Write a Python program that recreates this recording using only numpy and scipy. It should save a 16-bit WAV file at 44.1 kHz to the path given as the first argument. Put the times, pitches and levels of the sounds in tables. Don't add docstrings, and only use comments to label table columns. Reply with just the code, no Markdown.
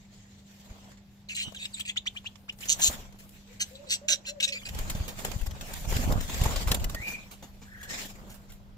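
import sys
import numpy as np
from scipy import signal
from scipy.fft import rfft, irfft, next_fast_len
from scipy.io import wavfile
from scipy.ndimage import uniform_filter1d, map_coordinates

SR = 44100
rng = np.random.default_rng(int(sys.argv[2]) if len(sys.argv) > 2 else 0)


def master(y):
    cut = np.clip(np.atleast_2d(y).T, -1, 1)
    pcm = np.round(cut * 32767)
    wavfile.write(sys.argv[1], SR, pcm.astype(np.int16))


N = 386757

# frequency in Hz, relative density in dB.
FLUTTER_SPECTRUM = [(120, -7), (200, -1.5), (253, -2), (286, -9), (430, -9), (588, -6.5), (1600, -13),
                    (2080, -52.5), (3520, -120)]
# frequency in Hz, relative density in dB.
RUSTLE_SPECTRUM = [(710, -4), (1200, -8.5), (1410, -8.5), (1780, 0), (3430, -1), (4990, -4), (6460, -2.5),
                   (7260, 2), (8800, -17), (11400, -40.5), (19400, -120)]
# frequency in Hz, relative density in dB.
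FINE_SPECTRUM = [(4940, -32.5), (8400, 2.5), (9690, -3), (11400, 2), (14600, 4), (15600, -4), (16000, -34)]
# frequency in Hz, relative density in dB.
RASP_SPECTRUM = [(710, -79), (1200, -93.5), (1570, -26), (2880, -1), (3160, 1), (3940, 4.5), (5430, -8.5),
                 (5900, -33), (7480, 7.5), (9000, 3), (11700, -53), (19800, -120)]
VOICE_TOP_HZ = 8170


def amp(db):
    return 10 ** (np.asarray(db) / 20)


def unit(x):
    return x / np.sqrt(np.mean(np.abs(x) ** 2) + 1e-20)


def along(points, hz):
    f, v = np.transpose(points)
    return np.interp(np.log(hz + 1), np.log(f + 1), v)


def curves(rows):
    s, *cols = np.transpose(rows)
    t = np.arange(s[0] * SR, s[-1] * SR) / SR
    return [np.interp(t, s, c) for c in cols]


def wobble(rate, size):
    knots = rng.standard_normal(int(size * rate / SR) + 4)
    return map_coordinates(knots, [np.arange(size) * rate / SR])


def filtered(x, response):
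    m = next_fast_len(x.shape[-1] + 4096)
    return irfft(rfft(x, m) * response(np.fft.rfftfreq(m, 1 / SR)), m)[..., :x.shape[-1]]


def coloured(x, spectrum):
    return unit(filtered(x, lambda hz: amp(along(spectrum, hz))))


def rush(spectrum, alike, patchy_db):
    z = signal.stft(rng.standard_normal((2, N + 512)), nperseg=512)[2]
    field = uniform_filter1d(rng.standard_normal(z.shape[1:]), 6, 0)
    field = unit(uniform_filter1d(field, 8, 1))
    pair = signal.istft(z * amp(patchy_db * field), nperseg=512)[1][:, :N]

    def mid_side(hz):
        turn = np.arccos(np.clip(along(alike, hz), -1, 1)) / 2
        return amp(along(spectrum, hz)) * [np.cos(turn), np.sin(turn)]

    mid, side = filtered(pair, mid_side)
    return unit(np.array([mid + side, mid - side]))


def add(out, s, x, pan_db, wet_db, t60, lag=8):
    t = np.arange(SR // 5) / SR
    decay = amp(-60 * t / t60) + amp(-19.5 - 60 * t / 0.15)
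    paths = rng.standard_normal((2, len(t))) * decay
    paths *= amp(wet_db) / np.linalg.norm(paths, axis=1, keepdims=True)
    paths[[0, 1], [0, lag]] += 1
    sides = amp([pan_db / 2, -pan_db / 2])[:, None]
    ears = signal.fftconvolve(x[None], paths, axes=1) * sides
    seat = out[:, round(s * SR):][:, :ears.shape[1]]
    seat += ears[:, :seat.shape[1]]


def fade(size, edge):
    k = np.arange(size)
    return np.clip(np.minimum(k, size - k) / (edge * SR), 0, 1)


def ringing(pulses, hz, width_hz):
    decay = np.exp(-np.pi * width_hz / SR)
    swing = signal.lfilter([1], [1, -decay], pulses)
    swing = signal.lfilter([1], [1, -decay], swing)
    return unit(np.real(swing * np.exp(2j * np.pi * np.cumsum(hz) / SR)))


def background():
    # frequency in Hz, relative density in dB.
    hush_spectrum = [(15, -31), (30, 1), (60, 2), (110, 3.5), (160, -1.5), (250, -9.5), (420, -17),
                     (800, -18), (1200, -26), (1940, -23.5), (4000, -24.5), (7500, -33), (9000, -48),
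                     (13000, -34), (16000, -45.5)]
    # frequency in Hz, left-right likeness from -1 to 1.
    hush_alike = [(60, 1), (290, 1), (640, .5), (1400, 0.27), (9000, 0.053)]
    hum_hz, hum_db, hush_db = 199, -54, -56.5
    sway = wobble(4, N) / 3
    waver_db = wobble(5, N) * .7
    hum = amp(hum_db + waver_db) * np.sin(2 * np.pi * hum_hz * np.arange(N) / SR + sway)
    return hum + amp(hush_db) * rush(hush_spectrum, hush_alike, patchy_db=1.0)


def far_whistles():
    # time in seconds, pitch in Hz, level in dB, warble depth in Hz.
    songs = [
        [(6.95, 1794, -47, 40), (6.99, 2010, -47, 34), (7.012, 2060, -44, 30), (7.03, 2380, -39, 30),
         (7.06, 2430, -40, 30), (7.09, 2375, -39, 20), (7.125, 2420, -43, 20), (7.145, 2400, -38, 30),
         (7.175, 2430, -43.5, 40), (7.2, 2420, -54, 40), (7.27, 2380, -62, 40)],
        [(7.6525, 1588, -64, 150), (7.7, 1656, -58, 170), (7.76, 1700, -53, 199), (7.8, 1697, -52, 190),
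         (7.86, 1750, -52, 150), (7.92, 1910, -50, 50), (8.01, 1910, -56, 50)],
    ]
    warble_hz, tremble_hz = 33.3, 30
    out = np.zeros((2, N))
    for rows in songs:
        hz, db, depth_hz = curves(rows)
        size = len(hz)
        warble = depth_hz * np.sin(2 * np.pi * warble_hz * np.arange(size) / SR)
        hz = hz + warble + tremble_hz * wobble(200.0, size)
        tone = np.sin(2 * np.pi * np.cumsum(hz) / SR)
        tone += .7 * ringing(rng.standard_normal(size) + 0j, hz, 300)
        tone *= amp(db + 2.5 * wobble(90, size))
        add(out, rows[0][0], tone, 0, wet_db=-1.5, t60=.09)
    return out


def dove():
    # start in seconds, length in seconds, start pitch in Hz, top pitch in Hz, end pitch in Hz,
    # share of the length before the top, level in dB.
    notes = [(3.48, 0.053, 458, 493, 470, 0.41, -57), (3.708, 0.18, 501, 584, 502, 0.71, -50),
             (4.013, 0.14, 553, 632, 520, 0.63, -48), (4.28, 0.127, 547, 610, 508, 0.5, -47),
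             (4.469, 0.082, 555, 562, 484, 0.62, -46.5)]
    purr_hz, purr_db = 22.7, 2.5
    out = np.zeros((2, N))
    for s, length, start_hz, top_hz, end_hz, peak, db in notes:
        top_s = np.clip(peak, .1, .9) * length
        [pitch] = curves([(0, start_hz), (top_s, top_hz), (length, end_hz)])
        size = len(pitch)
        pitch = pitch + 10 * wobble(50.0, size)
        purr = purr_db * np.cos(2 * np.pi * purr_hz * np.arange(size) / SR)
        note = amp(db + purr) * np.sin(2 * np.pi * np.cumsum(pitch) / SR)
        add(out, s, note * fade(size, edge=.006), 0, wet_db=-1, t60=.35)
    return out


def flight():
    # frequency in Hz, relative density in dB.
    draught_spectrum = [(12, -23.5), (20, 10), (52, 1), (182, -13), (221, -28.5), (253, -33), (300, -26.5),
                        (390, -64), (660, -120)]
    # time in seconds, level in dB before a common 1 dB rise.
    draught_level = [(0, -63), (.61, -69), (.71, -58), (.8, -61), (1.3, -62), (2.5, -60.5), (2.75, -47),
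                     (2.98, -46), (3.15, -52), (3.6, -61), (4.6, -63), (4.72, -37.5), (5.02, -34),
                     (5.12, -44.5), (5.3, -37.5), (5.56, -38.5), (5.66, -45), (5.9, -31.5), (6.04, -31),
                     (6.09, -25), (6.18, -29.5), (6.27, -37.5), (6.4, -29), (6.55, -29), (6.64, -33),
                     (6.8, -27.5), (6.95, -40), (7.07, -53), (8.77, -49.5)]
    # time in seconds, level in dB.
    flutter_level = [(0, -75), (.61, -69), (.72, -55), (.93, -61.5), (1.02, -74), (1.4, -67), (1.48, -54.5),
                     (1.56, -66.5), (2.5, -65.5), (2.73, -53), (2.91, -42.5), (3.1, -60.5), (3.4, -68),
                     (3.74, -62), (3.85, -59.5), (4.58, -64.5), (4.76, -47.5), (4.97, -46.5), (5.1, -47),
                     (5.16, -54), (5.25, -40.5), (5.42, -54), (5.68, -46.5), (5.88, -48), (5.94, -36),
                     (6.03, -41.5), (6.1, -35.5), (6.18, -37), (6.28, -47), (6.47, -36.5), (6.64, -45),
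                     (6.71, -38.5), (7.0, -49), (7.12, -49), (7.3, -60.5), (7.79, -65), (7.94, -47),
                     (8.13, -53.5), (8.77, -64)]
    # time in seconds, base level in dB, extra coarse rustle in dB.
    feathers = [(0, -87, 10.5), (.33, -84.5, 12), (.6, -73, 3), (.78, -73, 4.5), (.95, -78.5, 7),
                (1.0, -98, 2.5), (1.12, -76, -5), (1.34, -103, 9), (1.45, -75, 0), (1.5, -73.5, -1),
                (1.73, -69.5, 1), (2.02, -87, 4), (2.14, -72.5, 1), (2.35, -75.5, 2.5), (2.55, -75, -41),
                (2.62, -55, -2), (2.76, -57, -4.5), (2.81, -44.5, -6.5), (2.93, -48.5, -3.5),
                (3.03, -71, 3), (3.14, -78, 1.5), (3.28, -65.5, -8), (3.48, -77, 8.5), (3.72, -63, -2.5),
                (3.82, -80, 8), (4.35, -88, 12), (4.58, -66.5, -6), (4.78, -58.5, 1), (5.1, -62.5, 2),
                (5.16, -64, 3), (5.26, -55.5, -0.5), (5.55, -68, 1.5), (5.76, -52, -1.5),
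                (5.86, -56.5, -0.5), (5.96, -47, -1), (6.15, -55, -1.5), (6.48, -50.5, 3.5),
                (6.64, -55.5, 3.5), (6.81, -65, 2.5), (7.0, -61.5, 1), (7.11, -54.5, -3.5), (7.18, -66, 6),
                (7.28, -74, 1), (7.75, -72.5, -3.5), (7.87, -76, 5), (7.907, -59, 10), (8.02, -52.5, 4),
                (8.1, -63, 1), (8.25, -73, 0.5), (8.6, -78.5, -4), (8.77, -91, -17.5)]
    tables = (draught_level, flutter_level, feathers)
    levels = [np.resize(c, N) for rows in tables for c in curves(rows)]
    draught_db, flutter_db, feather_db, coarse_db = levels

    beat_hz = 22.44 * amp(wobble(8.6, N))
    beat_db = 0.6 * np.sin(2 * np.pi * np.cumsum(beat_hz) / SR)
    throb = wobble(38, N) + 0.32 * beat_db
    flick = wobble(22, N) + 0.33 * beat_db

    eddies = amp(beat_db + 0.8 * np.array([wobble(20, N), wobble(20, N)]))
    air = rush(draught_spectrum, [(40, 0.5), (200, 0.1)], patchy_db=-0.1)
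    draught = amp(draught_db + 1.0) * unit(eddies * air)

    air = rush(FLUTTER_SPECTRUM, [(250, 0.65), (600, 0.93), (1300, -0.49)], patchy_db=2.0)
    flutter = amp(flutter_db) * unit(amp(1.7 * throb + 2.23 * wobble(150, N)) * air)

    snaps = (rng.random(N) < 22 / SR) * rng.exponential(0.2, N)
    snaps = signal.lfilter([1], [1, -np.exp(-1 / (0.0059 * SR))], snaps)
    grain = amp(1.5 * throb + 1.8 * flick + 0.4 * wobble(500, N)) * (1 + snaps)
    coarse = rush(RUSTLE_SPECTRUM, [(1500, -0.088), (5000, -0.035)], patchy_db=3.0)
    rustle = amp(feather_db + 11 + coarse_db) * unit(grain * coarse)
    fine = rush(FINE_SPECTRUM, [(1000, 0.035)], patchy_db=4.0)
    return draught + flutter + rustle + amp(feather_db + 4.5) * unit(grain * fine)


def thumps():
    # centre in seconds, level in dB, left minus right in dB, width in seconds (limited below).
    pushes = [(0.713, -30.5, 0, 0.0059), (1.475, -38.5, 15, 0.0034), (2.893, -24, -2, 0.0066),
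              (4.712, -25, -0.5, 0.0082), (4.766, -24, 1.0, 0.0043), (4.816, -18, 6, 0.012),
              (4.953, -20.5, 3.0, 0.0027), (4.97, -30, 1.0, 0.0089), (5.01, -18, 0.5, 0.0051),
              (5.301, -25.5, 4, 0.006), (5.365, -20, 11, 0.0041), (5.429, -20.5, 17, 0.013),
              (5.48, -20.5, 7, 0.007), (5.528, -25, 3, 0.006), (5.878, -21.5, -6, 0.0043),
              (5.927, -17, 3, 0.0076), (5.9557, -22, 2, 0.0053), (5.9674, -14.5, 3.5, 0.0038),
              (6.047, -30, -2, .007), (6.066, -27, 20, .006), (6.0776, -25, -24, 0.0018),
              (6.091, -25, -16, 0.0036), (6.098, -24.5, -27, 0.0018), (6.1174, -19, 0, .011),
              (6.1281, -23, -25, 0.0022), (6.143, -22, -3, .008), (6.16, -23.5, -24, 0.0031),
              (6.1714, -31, -20, .004), (6.1803, -27, -25, 0.0012), (6.419, -11.5, 3, 0.0039),
              (6.465, -10.5, 0, 0.0052), (6.57, -22, 5, 0.0079), (6.675, -15, 4, 0.0077),
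              (6.712, -16, 6, 0.0055), (6.821, -18, 8, 0.0078), (6.864, -21, 11, 0.0089),
              (6.948, -25, 4, 0.006), (7.006, -26, 2, 0.0053)]
    out = np.zeros((2, N))
    for s, db, pan_db, width in pushes:
        u = np.arange(-2000, 2000) / (SR * np.clip(width, .002, .012))
        push = np.exp(-2.8 * u * u) - 0.19 * np.exp(-.3 * u * u)
        sides = amp([db + pan_db / 2, db - pan_db / 2])
        out[:, round(s * SR) - 2000:][:, :4000] -= np.outer(sides, push)
    return out


def spray(size, top_db, thud_db):
    grit = rng.standard_normal((3, size)) * amp(2.5 * wobble(900, size))
    crackle = coloured(grit[0], RUSTLE_SPECTRUM)
    treble = amp(top_db) * coloured(grit[1], FINE_SPECTRUM)
    return crackle + treble + amp(thud_db) * coloured(grit[2], FLUTTER_SPECTRUM)


def soft_bursts():
    # peak time in seconds, level in dB, half width in seconds, treble in dB, thud in dB.
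    bursts = [(2.8, -38.5, 0.011, -6, -11), (4.751, -44.5, 0.0043, -6, -14), (4.955, -44, 0.0052, -6.5, 1),
              (5.417, -45.5, 0.0047, -3, -8), (5.467, -42.5, 0.0078, -4, -4),
              (5.514, -47.5, 0.0062, -8, -3), (5.738, -38, 0.0037, -6, -8), (5.853, -48, 0.0048, -10, 4),
              (5.968, -33.5, 0.0036, -5, -14), (6.125, -38.5, 0.004, -3, 0), (6.21, -41.5, .007, -5, -5),
              (6.3, -41, 0.0053, -8.5, -2), (6.346, -39, 0.005, -7, -8), (6.416, -39, 0.0074, -7, -1.5),
              (6.46, -38.5, 0.0067, -7, 5), (6.72, -30, .005, -4, -6), (7.092, -47, 0.01, -4.5, -2),
              (7.815, -57, 0.01, -4.5, -17), (8.06, -51, 0.0099, 1, -16), (8.502, -58.5, 0.016, -6.5, 0.5)]
    out, t = np.zeros((2, N)), np.arange(SR // 5) / SR
    for s, db, width, top_db, thud_db in bursts:
        shape = np.exp(-((t - .05) / width) ** 2)
        burst = amp(db) * shape * spray(len(t), top_db, thud_db)
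        add(out, s - .05, burst, 0, wet_db=1.5, t60=.017, lag=rng.integers(10))
    return out


def taps():
    # time in seconds, level in dB before a common 6 dB cut, 60 dB decay time in seconds
    # (limited below for the spray), thud in dB, treble in dB, left minus right in dB.
    knocks = [(0.6999, -52.5, 0.022, 5, -13, -6), (0.9174, -51, 0.018, 2, -9, -2),
              (0.9724, -51.5, 0.15, -22, -25, -2), (1.114, -62, 0.041, -12, -13, 1),
              (1.4797, -64, 0.022, 13, -22, -26), (1.521, -60.5, 0.0082, 5.5, -5, 28.5),
              (2.356, -53.5, 0.052, -5, -24, -12), (2.523, -49.5, 0.08, -21, -5.5, 2),
              (2.5876, -50, 0.02, -24, -6, 4), (2.608, -37.5, 0.0099, -10, -10, -1),
              (2.656, -36, 0.022, -12, -4, 0), (3.125, -48, 0.01, -10, -13, 3),
              (3.187, -46.5, 0.2, -25, -2.5, 2), (3.292, -54, 0.03, -22, 5, 2),
              (4.688, -33.5, 0.04, -19, -8.5, -3), (4.789, -33.5, 0.011, -8, 0, 0.5),
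              (4.898, -28.5, 0.074, -23, -3, 0.5), (5.001, -47, 0.01, 13.5, -15, -2),
              (5.0791, -32.5, 0.15, -1.5, -7, -4.5), (5.1879, -36.5, 0.15, -2, -2, -6),
              (5.249, -26, 0.021, -6, -7, -1), (5.3168, -42, 0.021, -3, -6, -22.5),
              (5.6088, -34.5, 0.084, -6.5, -9, -2), (5.9252, -35, 0.03, 3, -6, 5),
              (5.937, -45, 0.03, 10, -6, -2), (5.988, -50, 0.044, 16, -6, -5),
              (6.436, -28.5, 0.057, -10, -4, -4.5), (6.5033, -35, 0.17, 4, -4, -2),
              (6.5595, -28, 0.11, -3, -8.5, 2), (6.672, -29.5, 0.17, -4.5, -3, -2),
              (6.715, -21.5, 0.038, -14, -7, 5), (6.745, -25, 0.033, -13, -2.5, -2),
              (6.797, -39.5, 0.091, -6, -4, 1), (6.8429, -25.5, 0.013, -31, -5, 1),
              (6.8966, -32.5, 0.019, -2.5, -4.5, -3), (6.9468, -30.5, 0.02, -0.5, -5, -2),
              (7.3116, -40, 0.15, -8, -4, -1), (7.4248, -41.5, 0.17, -0.5, -8.5, 0),
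              (7.6159, -47, 0.18, -0.5, -12, -1.5), (7.83, -40, 0.14, -16, -5.5, -2),
              (7.9387, -38.5, 0.048, -26, -12, -7), (8.019, -45.5, 0.17, -10, 0, -9),
              (8.2954, -45, 0.29, 0.5, -1, 0), (8.341, -50.5, 0.13, -4, 1, -6.5),
              (8.5194, -49.5, 0.13, -4.5, 2, -2.5)]
    crack_s = .003
    out, t = np.zeros((2, N)), np.arange(SR // 5) / SR
    for s, db, t60, thud_db, top_db, pan_db in knocks:
        u = t / np.clip(t60, .01, .2)
        tail = amp(-60 * u) * (1 - np.exp(-30 * u))
        crack_db = -1.5 - 64 * t60
        crack = amp(crack_db) * (t / crack_s * np.exp(1 - t / crack_s)) ** 2
        tap = amp(db - 6) * (tail + crack) * spray(len(t), top_db, thud_db)
        add(out, s - crack_s / 2, tap, pan_db, wet_db=1.5, t60=.022, lag=rng.integers(10))
    return out


def chirps():
    # start in seconds, length in seconds, start pitch in Hz, end pitch in Hz, level in dB,
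    # share of the length before the peak, overtone strength in dB (scaled by pitch and order),
    # exponent of the shoulders, exponent of the glide (higher levels out earlier).
    glides = [(1.285, 0.011, 4040, 4050, -43, 0.3, -8, 1, 1.8),
              (1.29, 0.058, 3030, 2256, -43, 0.2, -19, 5.6, 1.4),
              (1.342, 0.025, 3980, 4150, -38, .4, -20, 1.7, 2.1),
              (1.366, 0.069, 3280, 2240, -46, 0.27, -15, 3, 1.2),
              (1.416, 0.035, 4050, 4180, -41.5, 0.54, 2, 1.5, 1.5),
              (1.407, 0.11, 3056, 2930, -46, .2, -8, 2.5, 0.93),
              (1.558, 0.04, 3860, 2750, -41, 0.15, -7, 1.8, 1.1),
              (1.62, .016, 3610, 3700, -40, .5, -8, 2.5, 1),
              (1.648, 0.022, 2820, 2590, -42, 0.25, -11, 3.4, 1.25),
              (1.724, 0.042, 4900, 3500, -34.5, 0.52, 4.5, 0.77, 1.8),
              (1.795, 0.022, 890, 3665, -30, 0.61, -12, 1.15, 1.83),
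              (1.885, 0.0198, 2630, 3540, -33.5, 0.67, -6, 2.3, 1.9),
              (1.959, 0.028, 785, 3920, -26, 0.63, -10.5, 1.94, 2.05),
              (2.056, 0.032, 773, 3740, -29, 0.55, -10, 2, 1.9),
              (2.151, 0.041, 800, 3460, -35, 0.55, -14, 1.4, 2.4),
              (2.244, 0.036, 810, 3580, -31.5, 0.78, -15.5, 1.3, 1.61),
              (2.482, .024, 900, 3410, -33, 0.64, -18, 1.3, 1.5),
              (2.624, 0.022, 2200, 3440, -40.5, 0.39, -21, 3, 1.2),
              (4.242, 0.023, 1440, 3730, -47, 0.86, -11, 3, 1.1),
              (4.543, 0.048, 2296, 2400, -41, 0.33, -10, 3.9, 1.4),
              (4.575, 0.054, 3520, 3450, -49, 0.18, -6, 2.5, 1.1),
              (4.608, 0.022, 2240, 2420, -51, .6, -11, 2.5, 1.1),
              (4.629, 0.014, 2900, 2950, -48, .47, -7, 2.1, 1.1),
              (4.651, .011, 4840, 4650, -40, 0.48, -20, 1.7, 1.2)]
    start_db, end_db = -31, -25.5
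    pop_db, pop_s = -18, 0.00081
    rasp_spectrum = [*RASP_SPECTRUM[:9], (VOICE_TOP_HZ, -40)]
    out = np.zeros((2, N))
    for s, length, start_hz, end_hz, db, peak, over_db, shoulder, bend in glides:
        [away] = curves([(0, -1), (np.clip(peak, .05, .95) * length, 0), (length, 1)])
        shape_db = np.where(away < 0, start_db, end_db) * np.abs(away) ** shoulder
        size = len(shape_db)
        hz = end_hz + (start_hz - end_hz) * np.linspace(1, 0, size) ** bend
        phase = 2 * np.pi * np.cumsum(hz + 90 * wobble(457, size)) / SR
        tone = np.sin(phase) * amp(0.14 * wobble(590, size))
        tone *= 1 + .55 * np.sin(2 * np.pi * (240 * np.arange(size) / SR + rng.random()))
        tone += .27 * ringing(rng.standard_normal(size) + 0j, hz, 900)
        rasp = coloured(rng.standard_normal(size), rasp_spectrum)
        rasp += 0.19 * coloured(rng.standard_normal(size), FINE_SPECTRUM)
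        tone += amp(-21.5 - 0.29 * shape_db) * rasp
        for k in range(2, 8):
            reach = 1 / (1 + (k * hz / 8300) ** 24)
            strength_db = over_db * (hz / 2500) ** 0.67 * (k / 2) ** 0.21
            strength_db = strength_db - 2.5 * (k - 1.5) + 5 * wobble(250, size)
            tone += reach * amp(strength_db) * np.sin(k * phase)
        pop = (start_hz < 1000) * amp(pop_db) * np.exp(-(np.arange(size) / (pop_s * SR) - 1) ** 2)
        chirp = amp(db) * (amp(shape_db) + pop) * tone
        add(out, s, chirp * fade(size, edge=0.00051), 0, wet_db=2, t60=0.024)
    return out


def squawks():
    # time halfway up the rise in seconds, half the rise, the hold and half the fall in seconds,
    # chest band in dB, then level in dB and centre in Hz of four throat bands from low to high,
    # left minus right in dB, mean slams a second, then the gain in dB of each throat band from start to end.
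    calls = [(1.288, 0.00097, 0.033, 0.026, -80, -46, 2500, -52, 4290, -53.5, 6160, -46.5, 7220, 1, 258, -3, 1, 1, 14),
             (1.347, .003, 0.018, .006, -80, -43, 2900, -47, 4130, -51, 6330, -40.5, 7500, -1, 262, 3, 3, 1, 3),
             (1.367, 0.0043, 0.061, 0.016, -83, -37.5, 2794, -43, 4130, -48, 6330, -41, 7500, 2.5, 260, -20, -5, -1, -13),
             (1.455, 0.011, 0.022, 0.031, -71, -56, 2920, -56, 3670, -69, 5948, -62, 7800, 8, 258, -3, -1, -1, -1),
             (1.545, 0.0027, .005, .006, -46, -45, 2880, -52, 3900, -52, 6370, -47, 7700, 1, 262, 3, 1, 1, 1),
             (1.588, 0.0088, 0.062, 0.0043, -72, -45.5, 2570, -47.5, 3710, -59, 6500, -50.5, 7540, -1.5, 237.6, -14, 13, -1, 19),
             (1.651, 0.0018, 0.0044, 0.0062, -80, -42, 2885, -42, 3770, -58, 6550, -49, 7640, 0, 259, 0, 0, 0, 0),
             (1.76, 0.0084, 0.019, 0.0064, -81, -46.5, 2570, -52, 3680, -70, 5958, -56, 7600, 3.5, 265, -2, 1, 1, 1),
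             (1.793, 0.005, 0.0078, 0.011, -77, -40.5, 3080, -58, 3542, -48, 5930, -36.5, 8040, 4, 262, -2, 1, 1, 4),
             (1.851, 0.0027, 0.011, .01, -78, -43, 2660, -47, 3700, -62, 6400, -49, 7500, 1, 263, -1, 1, 1, 1),
             (1.872, 0.0052, 0.023, 0.012, -78, -37, 2610, -45, 3540, -49, 6580, -48, 7360, 0.5, 267, 5, -2, 3, 1),
             (2.684, 0.008, 0.038, 0.011, -62, -38, 2824, -39, 4400, -25.5, 6080, -30.5, 6960, -0.5, 169.8, -1, -6.5, -6.5, -2),
             (2.814, 0.006, 0.061, 0.009, -69, -49, 2750, -37, 4160, -25, 6350, -23.5, 6970, 0.2, 229.3, 1, 3, -13, 0),
             (3.6, 0.0057, 0.02, .01, -45, -33, 2975, -37.5, 4370, -32.5, 6070, -34, 8070, 1.5, 255.5, 3, 1, 12, -9),
             (3.745, .008, 0.0076, .02, -80, -65, 2600, -51, 3960, -70, 5940, -75, 7500, 2, 260, 1, 5, 1, 6),
             (3.865, 0.0085, .016, .006, -80, -57, 2580, -54, 3860, -74, 5900, -67, 7560, -5, 255, 1, 8, 1, -1),
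             (3.897, .009, 0.033, 0.017, -45.5, -35.5, 2710, -33.5, 4460, -29, 5900, -33, 7460, -1.5, 262, -1, 1, 8, 0),
             (4.082, 0.001, 0.049, .016, -40, -32, 2860, -28.5, 3860, -29, 5900, -32.5, 7000, -3, 202, 4, 4, 8, -6),
             (4.263, 0.0055, 0.03, 0.011, -45.5, -41, 2680, -40.5, 4180, -43, 5720, -43.5, 7000, -3, 258.7, -1, 1, -5, -1),
             (4.401, 0.00088, 0.0085, 0.0084, -46, -32.5, 2890, -34, 3620, -36, 5770, -36, 8300, -0.5, 254, -13, 0.5, -6, 2),
             (4.422, 0.0066, 0.02, 0.011, -42.5, -31.5, 2640, -26.5, 3686, -37, 5660, -33.5, 6640, -0.5, 223.4, -10, 5, -3, 1),
             (4.473, 0.0068, 0.016, 0.01, -74, -36.5, 2550, -42, 3890, -38.5, 5700, -46, 6660, -4, 271, 1, 1, 1, -1),
             (4.521, 0.0024, 0.014, 0.021, -78, -41, 2510, -41, 4280, -47, 5430, -45.5, 6620, -4, 261.7, -7, 1, -4, 4),
             (4.651, 0.0032, 0.017, 0.0087, -49.5, -40.5, 2490, -46.5, 4700, -63, 5660, -49, 7000, -4, 259.5, -5, -4, 1, 7)]
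    throat_width_hz = (560, 480, 420, 520)
    chest_hz, chest_width_hz, voice_low_hz = 1576, 780, 1480
    halfway_db, hiss_db = -12, -12
    buzz_hz, buzz_depth = 620, .5
    out = np.zeros((2, N))
    for s, rise, hold, fall, chest_db, *cols in calls:
        bands, (pan_db, slam_hz), gains_db = cols[:8], cols[8:10], cols[10:]
        top = 2 * rise + hold
        [away] = curves([(0, 2), (2 * rise, 0), (top, 0), (top + 2 * fall, 2)])
        shape_db = halfway_db * away ** .9
        size = len(shape_db)

        beat = np.cumsum(slam_hz * amp(2.5 * wobble(110, size))) / SR
        slams = 5.5 * np.diff(np.floor(beat), prepend=0) * amp(1.5 * rng.standard_normal(size))
        jet = np.linspace(.08, .4, size) + uniform_filter1d(np.exp(-3.2 * (beat % 1)), size=36)
        rasp = coloured(.3 * slams + jet * rng.standard_normal(size), RASP_SPECTRUM)
        voice = amp(max(bands[::2]) - 1.5) * rasp
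        buzz_phase = 2 * np.pi * np.cumsum(buzz_hz * amp(.5 * wobble(25, size))) / SR
        buzz = unit(1 + buzz_depth * np.cos(buzz_phase))

        resonances = zip([0, *gains_db], [chest_db, *bands[::2]], [chest_hz, *bands[1::2]],
                         [chest_width_hz, *throat_width_hz])
        for gain_db, db, hz, width_hz in resonances:
            breath = .075 + rng.standard_normal(size) + 1j * rng.standard_normal(size)
            drive = slams * amp(4.4 * rng.standard_normal(size)) + jet * breath
            level_db = db + gain_db * np.linspace(-.5, .5, size) + 2 * wobble(60, size)
            voice += amp(level_db) * buzz * ringing(drive, hz * amp(.15 * wobble(50, size)), width_hz)

        def voice_band(hz):
            return 1 / (1 + (hz / VOICE_TOP_HZ) ** 40) / (1 + (voice_low_hz / (hz + 1)) ** 12)

        voice = filtered(voice, voice_band)
        voice += amp(hiss_db + bands[-2]) * coloured(jet * rng.standard_normal(size), FINE_SPECTRUM)
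        call = amp(shape_db) * voice * fade(size, edge=.0015)
        add(out, s - rise, call, pan_db, wet_db=-4, t60=.012)
    return out


def scene():
    far = background() + far_whistles() + dove()
    wings = flight() + thumps() + soft_bursts() + taps()
    return far + wings + chirps() + squawks()


def record(dry):
    return filtered(dry, lambda hz: (hz < 15950) * hz ** 2 / (hz ** 2 + 18 ** 2))


dry = scene()
out = record(dry)
master(out)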